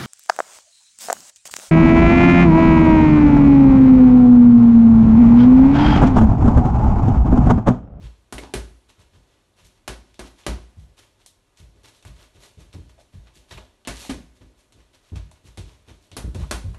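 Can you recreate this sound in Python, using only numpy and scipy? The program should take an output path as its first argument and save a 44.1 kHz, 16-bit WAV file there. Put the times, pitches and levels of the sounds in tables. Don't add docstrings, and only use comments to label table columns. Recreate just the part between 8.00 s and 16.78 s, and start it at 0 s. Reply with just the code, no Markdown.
import sys
import numpy as np
from scipy import signal
from scipy.fft import rfft, irfft
from scipy.io import wavfile
from scipy.ndimage import uniform_filter1d

SR = 44100
rng = np.random.default_rng(int(sys.argv[2]) if len(sys.argv) > 2 else 0)


def output_pcm(signal):
    pcm = np.clip(np.atleast_2d(signal).T, -1, 1) * 32767
    wavfile.write(sys.argv[1], SR, np.round(pcm).astype(np.int16))


N = 387198
AGE = np.arange(int(SR * .7)) / SR

# start in seconds, levels of thud, heel knock and room boom in dB,
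# decay time of the boards in seconds.
FOOTFALLS = [(0.002, -41.5, -52, -34, .03), (0.378, -52, -37.5, -58, 0.023),
             (0.979, -52.5, -80, -71, 0.045), (1.139, -51.5, -63, -50, .03),
             (1.598, -56, -78, -52.5, 0.051), (2.769, -40.5, -72, -43, 0.035),
             (3.6, -45.5, -62, -49, 0.018), (3.75, -56, -62.5, -68, 0.042),
             (4.05, -41.5, -56, -41.5, 0.028), (4.345, -54, -61, -52.5, 0.047),
             (4.573, -42.5, -54.5, -49, 0.022), (4.74, -36, -45.5, -55, 0.043),
             (5.139, -38, -59, -40.5, 0.04), (5.36, -56, -59, -57, 0.053), (5.512, -41.5, -77, -40, 0.062),
             (6.409, -48, -53, -57, 0.014), (6.746, -56.5, -61, -56, 0.022),
             (7.119, -27, -42.5, -33, 0.032), (7.44, -49.5, -60, -47.5, .035),
             (7.577, -33, -44.5, -44, 0.033), (7.878, -44.5, -52.5, -54, 0.039),
             (8.114, -46, -52, -58, 0.024), (8.241, -26.5, -39.5, -33.5, 0.011),
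             (8.348, -26.5, -35.5, -38, 0.021), (8.384, -26, -63, -44, 0.05), (8.642, -27, -50, -35, 0.03)]
# frequency in Hz, spectral density in dB.
CRACK_SPECTRUM = [(700, -14), (1500, 2), (3000, -2.5), (5000, -7.5), (8000, -8), (10000, -7.5),
                  (12000, -15.5)]
HISS_SPECTRUM = [(2000, -1.5), (4000, 2), (6000, -0.5), (8500, -3.5), (12000, -7)]
SCRAPE_SPECTRUM = [(450, -27.5), (900, -3.5), (1800, -6), (3400, -5), (5500, -10.5)]
RUSTLE_SPECTRUM = [(100, 1), (190, -19), (350, -5), (650, -10.5), (1200, -35)]


def punches(filling_db=-7):
    # start in seconds, crack level in dB, its tilt in dB per octave, smack level in dB, pop
    # pitch in Hz, pop and thump levels in dB, crumple time in seconds, crumple in dB relative to the slap.
    blows = [(0.3253, -34.5, 3, -34, 276, -38.5, -35, 0.01, -17),
             (0.5386, -27, 1, -27, 383, -28, -28, 0.0039, -4.5),
             (1.8781, -29.5, -0.5, -28.5, 372, -40.5, -36.5, 0.00073, -7),
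             (2.1932, -38.5, 0, -38, 345, -37, -41.5, 0.005, -2.5),
             (2.4654, -26.5, -1, -24.5, 342, -29, -26, 0.0047, -19),
             (5.8738, -30.5, -0.5, -32.5, 277, -35, -34.5, 0.0088, 1),
             (6.0946, -35, -1.5, -33, 277, -25, -34, 0.0097, 31),
             (8.167, -33, 2.5, -34.5, 250.5, -43, -34.5, 0.0045, 0.5),
             (8.5112, -25, 1, -25.5, 383, -35.5, -27.5, 0.0029, -7)]
    # multiple of the pop pitch, level in dB, decay time in seconds.
    glove_modes = [(0.692, -11, 0.0051), (1, 6, 0.0056), (1.4, -13, 0.017)]
    # frequency in Hz, spectral density in dB.
    smack_spectrum = [(200, -1), (400, 3), (800, -1.5), (1500, 0.5), (2500, -38), (5000, -15.5)]
    filling_spectrum = [(35, -1), (60, 8), (110, 0.5), (200, -5.5), (300, -11.5)]
    out = np.zeros(N)
    for start, crack_db, tilt_db, smack_db, pop_hz, pop_db, thump_db, crumple_s, crumple_db in blows:
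        slap = contact(crumple_s, crumple_db, wet_db=1.5)
        add_at_level(out, start, crack_db, colour(slap, tilted(CRACK_SPECTRUM, tilt_db)))
        add_at_level(out, start, smack_db, colour(slap, smack_spectrum))
        pop = sum(from_db(db) * np.sin(2 * np.pi * pop_hz * ratio * AGE) * np.exp(-AGE / decay_s)
                  for ratio, db, decay_s in glove_modes)
        add_at_level(out, start, pop_db, through_room(pop, wet_db=0, echo_share=0.17))
        add_at_level(out, start, thump_db, low_modes(swell_s=0.012, lag_s=0.0025))
        filling = colour(diffuse_tail(build_s=0.0064), filling_spectrum)
        add_at_level(out, start, thump_db + filling_db, filling)
    return out


def low_modes(swell_s, lag_s):
    # frequency in Hz, level in dB, time to fall 60 dB in seconds.
    modes = [(55.56, 0.5, 0.48), (63.4, -19, 0.9), (88.8, -19.5, 0.64), (124.3, 1, 0.13),
             (137.5, -14.5, 0.4), (165.3, -15, 0.31), (197.1, -20.5, 0.33)]
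    t = np.maximum(AGE - lag_s, 0)
    ringing = 0
    for hz, db, t60 in modes:
        gain = from_db(db + rng.normal(0, 1))
        phase = rng.uniform(0, 2 * np.pi)
        ringing += gain * np.sin(2 * np.pi * hz * t + phase) * from_db(-60 * t / t60)
    return unit_peak_rms(ringing * (1 - np.exp(-(t / swell_s) ** 2)))


def footfalls(roll_s=0.0023, damping_s=0.1, rumble_db=-0.5):
    # frequency in Hz, spectral density in dB.
    rumble_spectrum = [(28, -13), (37, 0), (52, 5.5), (75, 3.5), (110, -3.5), (160, -5), (300, -39)]
    knock_spectrum = [(100, -4.5), (170, -14.5), (300, 2.5), (450, -3.5), (700, -19.5), (1500, -30)]
    out = np.zeros(N)
    for start, thud_db, knock_db, boom_db, ring_s in FOOTFALLS:
        add_at_level(out, start, thud_db, floor_boards(ring_s))
        heel = contact(0.0086, crumple_db=-1, wet_db=4) * (1 - np.exp(-AGE / roll_s))
        add_at_level(out, start, knock_db, colour(heel, knock_spectrum))
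        rumble = colour(diffuse_tail(build_s=0.0032), rumble_spectrum)
        add_at_level(out, start, thud_db + rumble_db, rumble)
        boom = low_modes(swell_s=0.022, lag_s=0.02514) * np.exp(-AGE / damping_s)
        add_at_level(out, start, boom_db, boom)
    return out


def floor_boards(ring_s, lowest_hz=86.7, glide=0.11, glide_s=0.008, press_s=0.0052):
    # multiple of the lowest pitch, level in dB, share of the decay time.
    modes = [(1, 4.5, 1), (1.55, -3, 0.58), (2.15, -7.5, 0.5)]
    spot_hz = lowest_hz * (1 + 0.046 * rng.standard_normal())
    cycles = spot_hz * (AGE + glide * glide_s * (1 - np.exp(-AGE / glide_s)))
    swing = sum(from_db(db) * np.sin(2 * np.pi * ratio * cycles) * np.exp(-AGE / (ring_s * share))
                for ratio, db, share in modes)
    return swing * (1 - np.exp(-AGE / press_s))


def ticks():
    # start in seconds, treble level in dB, its tilt in dB per octave, middle level in dB,
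    # contact time in seconds.
    contacts = [(0.382, -40.5, 4.5, -42, 0.003), (2.143, -55.5, -1.5, -69, 0.00095),
                (2.436, -56, -10, -64, 0.0014), (3.262, -44.5, 7.5, -59.5, 0.0016),
                (3.834, -60, 3, -66, 0.0022), (4.026, -55, 2, -61, 0.0032), (4.0507, -51, 7, -48, 0.0034),
                (4.729, -53.5, -3, -65, 0.0018), (5.511, -43, -15, -49, 0.0033),
                (5.58, -50, -15, -43.5, 0.0058), (5.85, -46.5, -10, -53.5, 0.0016),
                (6.05, -47, 5, -45.5, 0.0022), (6.723, -56, 2.5, -62, 0.0034),
                (7.158, -49, 0.5, -48, 0.0028), (7.3134, -54.5, 6, -55, 0.0045),
                (7.574, -43.5, 2, -45, 0.011), (8.116, -47.5, -3.5, -57, 0.0016),
                (8.347, -44.5, 4.5, -44.5, 0.0096), (8.746, -57.5, 5, -48.5, 0.0038)]
    # frequency in Hz, spectral density in dB.
    treble_spectrum = [(1500, -12), (3500, 9), (6000, 1), (9000, -1.5), (12000, -10.5)]
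    middle_spectrum = [(250, 8), (600, 9.5), (1200, 3.5), (2800, 0.5), (5000, -45)]
    out = np.zeros(N)
    for start, treble_db, tilt_db, middle_db, length_s in contacts:
        tick = contact(length_s, crumple_db=5.5, wet_db=-1, echo_share=0.19)
        add_at_level(out, start, treble_db, colour(tick, tilted(treble_spectrum, tilt_db)))
        add_at_level(out, start, middle_db, colour(tick, middle_spectrum))
    return out


def scuffs(rustle_db=-2.5):
    # time in seconds, treble level in dB, middle level in dB, swell time in seconds.
    strokes = [(0.03, -61, -54, 0.034), (0.425, -62, -46.5, .028), (0.8948, -57.5, -58, .013),
               (0.9997, -61.5, -61.5, 0.023), (1.1437, -68, -63, 0.021), (1.3, -73, -67, 0.07),
               (1.5844, -61, -59, 0.024), (1.651, -55.5, -66, 0.017), (1.76, -75, -67.5, 0.023),
               (2.07, -76, -67, 0.039), (2.255, -54.5, -54.5, 0.02), (2.39, -57, -58, 0.031),
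               (2.79, -64, -87, 0.038), (2.9836, -52.5, -55, 0.015), (3.03, -64, -63.5, 0.021),
               (3.2068, -63.5, -63.5, 0.023), (3.5851, -55.5, -61, 0.022), (3.846, -52.5, -53, .014),
               (3.8794, -54.5, -57.5, 0.011), (3.95, -60, -69, 0.034), (4.0694, -54.5, -55.5, 0.021),
               (4.19, -55.5, -56.5, 0.049), (4.351, -61.5, -62.5, .022), (4.425, -50.5, -54.5, 0.035),
               (4.5997, -58, -60.5, 0.021), (4.7365, -54.5, -54, 0.012), (4.8945, -62, -60, 0.0096),
               (5.0, -61, -68, 0.017), (5.1357, -64, -63, 0.015), (5.268, -75, -57, .017),
               (5.355, -55, -73, 0.025), (5.489, -61, -63, .014), (5.5155, -49.5, -45, 0.014),
               (5.5761, -62, -51, 0.013), (5.985, -42, -49, 0.073), (6.36, -64.5, -70, 0.011),
               (6.4134, -72, -60, 0.015), (6.59, -63, -71, 0.023), (6.79, -71, -62.5, 0.024),
               (6.9423, -59, -61, .014), (7.05, -63.5, -65.5, 0.053), (7.1627, -59, -50, 0.015),
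               (7.36, -77, -64, .02), (7.461, -56, -60.5, 0.024), (7.67, -61, -57.5, 0.061),
               (7.8876, -58, -54, 0.022), (8.03, -63.5, -73, 0.032), (8.405, -54.5, -50, 0.025)]
    out = np.zeros(N)
    for time_s, treble_db, middle_db, swell_s in strokes:
        stroke = np.exp(-(AGE / swell_s - 2) ** 2)
        bands = ((treble_db, HISS_SPECTRUM), (middle_db, SCRAPE_SPECTRUM),
                 (middle_db + rustle_db, RUSTLE_SPECTRUM))
        for level_db, spectrum in bands:
            slips = friction(stroke, spread_db=6, wet_db=-1, t60=0.46)
            add_at_level(out, time_s - 1.6 * swell_s, level_db, colour(slips, spectrum))
    return out


def creaks(quality_factor=6):
    # start in seconds, resonance in Hz, level in dB, decay time in seconds.
    chirps = [(0.381, 2200, -35.5, 0.0021), (0.428, 870, -47, 0.054), (4.979, 597, -54, 0.035),
              (5.513, 1960, -49, 0.006), (5.574, 2450, -45, 0.0054), (8.434, 1040, -46, 0.0086),
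              (8.741, 1030, -55, 0.011)]
    out = np.zeros(N)
    for start, hz, level_db, decay_s in chirps:
        slips = friction(np.exp(-AGE / decay_s), spread_db=4, wet_db=-5, t60=0.12)
        add_at_level(out, start, level_db, resonance(slips, hz, quality_factor))
    return out


def sole_pressure(average_db=-71.5, follows=0.2, attack_s=0.01, release_s=0.25):
    out = np.zeros(N)
    mean_thud_db = np.mean([step[1] for step in FOOTFALLS])
    settle = (1 - np.exp(-AGE / attack_s)) * np.exp(-AGE / release_s)
    for start, thud_db, *_ in FOOTFALLS:
        level_db = average_db + follows * (thud_db - mean_thud_db)
        add(out, start, from_db(level_db) * settle / settle.max())
    return out


def soles(pressure):
    bands = ((-4, HISS_SPECTRUM), (-3, SCRAPE_SPECTRUM), (3, RUSTLE_SPECTRUM))
    return pressure * sum(from_db(db) * colour(grains(N, spread_db=4), spectrum) for db, spectrum in bands)


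def crinkles(pressure, per_s=22, spread_db=5, click_db=13.5):
    sizes = from_db(spread_db * np.minimum(rng.exponential(1, N), 2))
    signs = rng.choice([-1, 1], N)
    snapping = rng.random(N) < per_s / SR
    clicks = sizes * signs * snapping * from_db(click_db) * pressure
    return through_room(colour(clicks, CRACK_SPECTRUM), wet_db=-12, echo_share=0.37)


def contact(length_s, crumple_db, wet_db, echo_share=1):
    crumple = grains(len(AGE), spread_db=4) * np.exp(-AGE / length_s)
    force = from_db(crumple_db) * crumple / np.linalg.norm(crumple)
    force[0] -= 1
    early = signal.fftconvolve(force / np.linalg.norm(force), reflections(echo_share))[:len(AGE)]
    return early + from_db(wet_db) * diffuse_tail(build_s=length_s / 2)


def friction(envelope, spread_db, wet_db, t60):
    retained = np.exp(-2 * np.log(1000) / (t60 * SR))
    wash = np.sqrt(signal.lfilter([1 - retained], [1, -retained], envelope ** 2 + 1e-18))
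    direct = envelope * grains(len(envelope), spread_db)
    return direct + from_db(wet_db) * wash * rng.standard_normal(len(envelope))


def grains(count, spread_db, grain_samples=16):
    noise = rng.standard_normal(count)
    sizes = from_db(spread_db * rng.standard_normal(count // grain_samples + 1))
    slips = noise * np.repeat(sizes, grain_samples)[:count]
    return slips / slips.std()


def through_room(x, wet_db, echo_share):
    response = reflections(echo_share) + from_db(wet_db) * diffuse_tail(build_s=0.0011)
    return signal.fftconvolve(x, response)[:len(x)]


def reflections(echo_share):
    # delay in seconds, gain.
    echoes = [(.0026, 0.81), (.0047, 0.51), (0.013, .25)]
    response = np.zeros(len(AGE))
    response[0] = 1
    for delay_s, gain in echoes:
        response[int(delay_s * rng.uniform(.88, 1.12) * SR)] += gain * echo_share
    return response


def diffuse_tail(build_s, late_db=-23, late_t60=1.0):
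    # frequency in Hz, time to fall 60 dB in seconds.
    decay_times = [(100, 0.46), (350, 0.27), (1000, 0.25), (3000, 0.25), (7000, 0.3), (12000, 0.17)]
    edges_hz = np.geomspace(50, 14000, 9)
    late_decay = from_db(late_db - 60 * AGE / late_t60)
    tail = 0
    for low, high in zip(edges_hz, edges_hz[1:]):
        bandpass = signal.butter(2, [low, high], "band", fs=SR, output="sos")
        band = signal.sosfilt(bandpass, rng.standard_normal(len(AGE)))
        decay = from_db(-60 * AGE / at_hz(decay_times, np.sqrt(low * high)))
        tail += band * (decay + late_decay)
    tail *= 1 - np.exp(-AGE / build_s)
    return tail / np.linalg.norm(tail)


def at_microphone(x):
    # frequency in Hz, bandwidth in Hz, gain in dB.
    standing_waves = [(261, 27, 1.5), (201.7, 8.4, 3), (834, 23, -0.5), (374.7, 15, 3.5), (472.7, 40, -11),
                      (607.5, 40, 6), (873, 46, 6), (1086, 71, 4.5), (1640, 84, 1.5), (4923, 730, -4)]
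    # delay in seconds, gain.
    wall_echoes = [(.0041, 0.21), (.0083, 0.055), (0.0135, -0.099), (.019, 0.067)]
    for hz, width_hz, db in standing_waves:
        x = x + (from_db(db) - 1) * resonance(x, hz, hz / width_hz)
    out = x.copy()
    for delay_s, gain in wall_echoes:
        add(out, delay_s, gain * x)
    return out


def room_tone(level_db=-65):
    # frequency in Hz, spectral density in dB.
    hush_spectrum = [(30, 1), (55, -4.5), (90, 1), (173, -12.5), (400, -9), (700, -17.5), (1800, -22),
                     (3600, -22.5), (7000, -27.5), (11500, -31)]
    return from_db(level_db) * colour(rng.standard_normal(N), hush_spectrum)


def colour(x, spectrum, size=8192, skirt_db_per_octave=18):
    hz = np.maximum(np.arange(size // 2 + 1) * SR / size, 4)
    octaves_outside = np.abs(np.log2(hz / np.clip(hz, spectrum[0][0], spectrum[-1][0])))
    gain = from_db(at_hz(spectrum, hz) - skirt_db_per_octave * octaves_outside)
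    cepstrum = irfft(np.log(gain))
    cepstrum[1:size // 2] *= 2
    cepstrum[size // 2 + 1:] = 0
    response = irfft(np.exp(rfft(cepstrum)))
    return signal.fftconvolve(x, response / np.linalg.norm(response))[:len(x)]


def resonance(x, hz, quality_factor):
    return signal.lfilter(*signal.iirpeak(hz, quality_factor, fs=SR), x)


def tilted(spectrum, db_per_octave):
    return [(hz, db + db_per_octave * np.log2(hz / spectrum[0][0])) for hz, db in spectrum]


def at_hz(points, hz):
    frequencies, values = np.transpose(points)
    return np.interp(np.log(hz), np.log(frequencies), values)


def from_db(db):
    return 10 ** (np.asarray(db) / 20)


def unit_peak_rms(x):
    return x / np.sqrt(uniform_filter1d(x * x, SR // 100).max() + 1e-20)


def add(track, start_s, sound):
    i = int(start_s * SR)
    sound, i = sound[max(-i, 0):], max(i, 0)
    track[i:i + len(sound)] += sound[:N - i]


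def add_at_level(track, start_s, level_db, sound):
    add(track, start_s, from_db(level_db) * unit_peak_rms(sound))


def scene():
    pressure = sole_pressure()
    small_sounds = ticks() + scuffs() + creaks() + soles(pressure) + crinkles(pressure)
    return at_microphone(punches() + footfalls() + small_sounds + room_tone())[None]


def record(dry, low_hz=24, high_hz=12000):
    highpass = signal.butter(4, low_hz, "high", fs=SR, output="sos")
    lowpass = signal.ellip(10, .2, 70, high_hz, fs=SR, output="sos")
    return signal.sosfilt(lowpass, signal.sosfilt(highpass, dry))


dry = scene()
out = record(dry)
output_pcm(out)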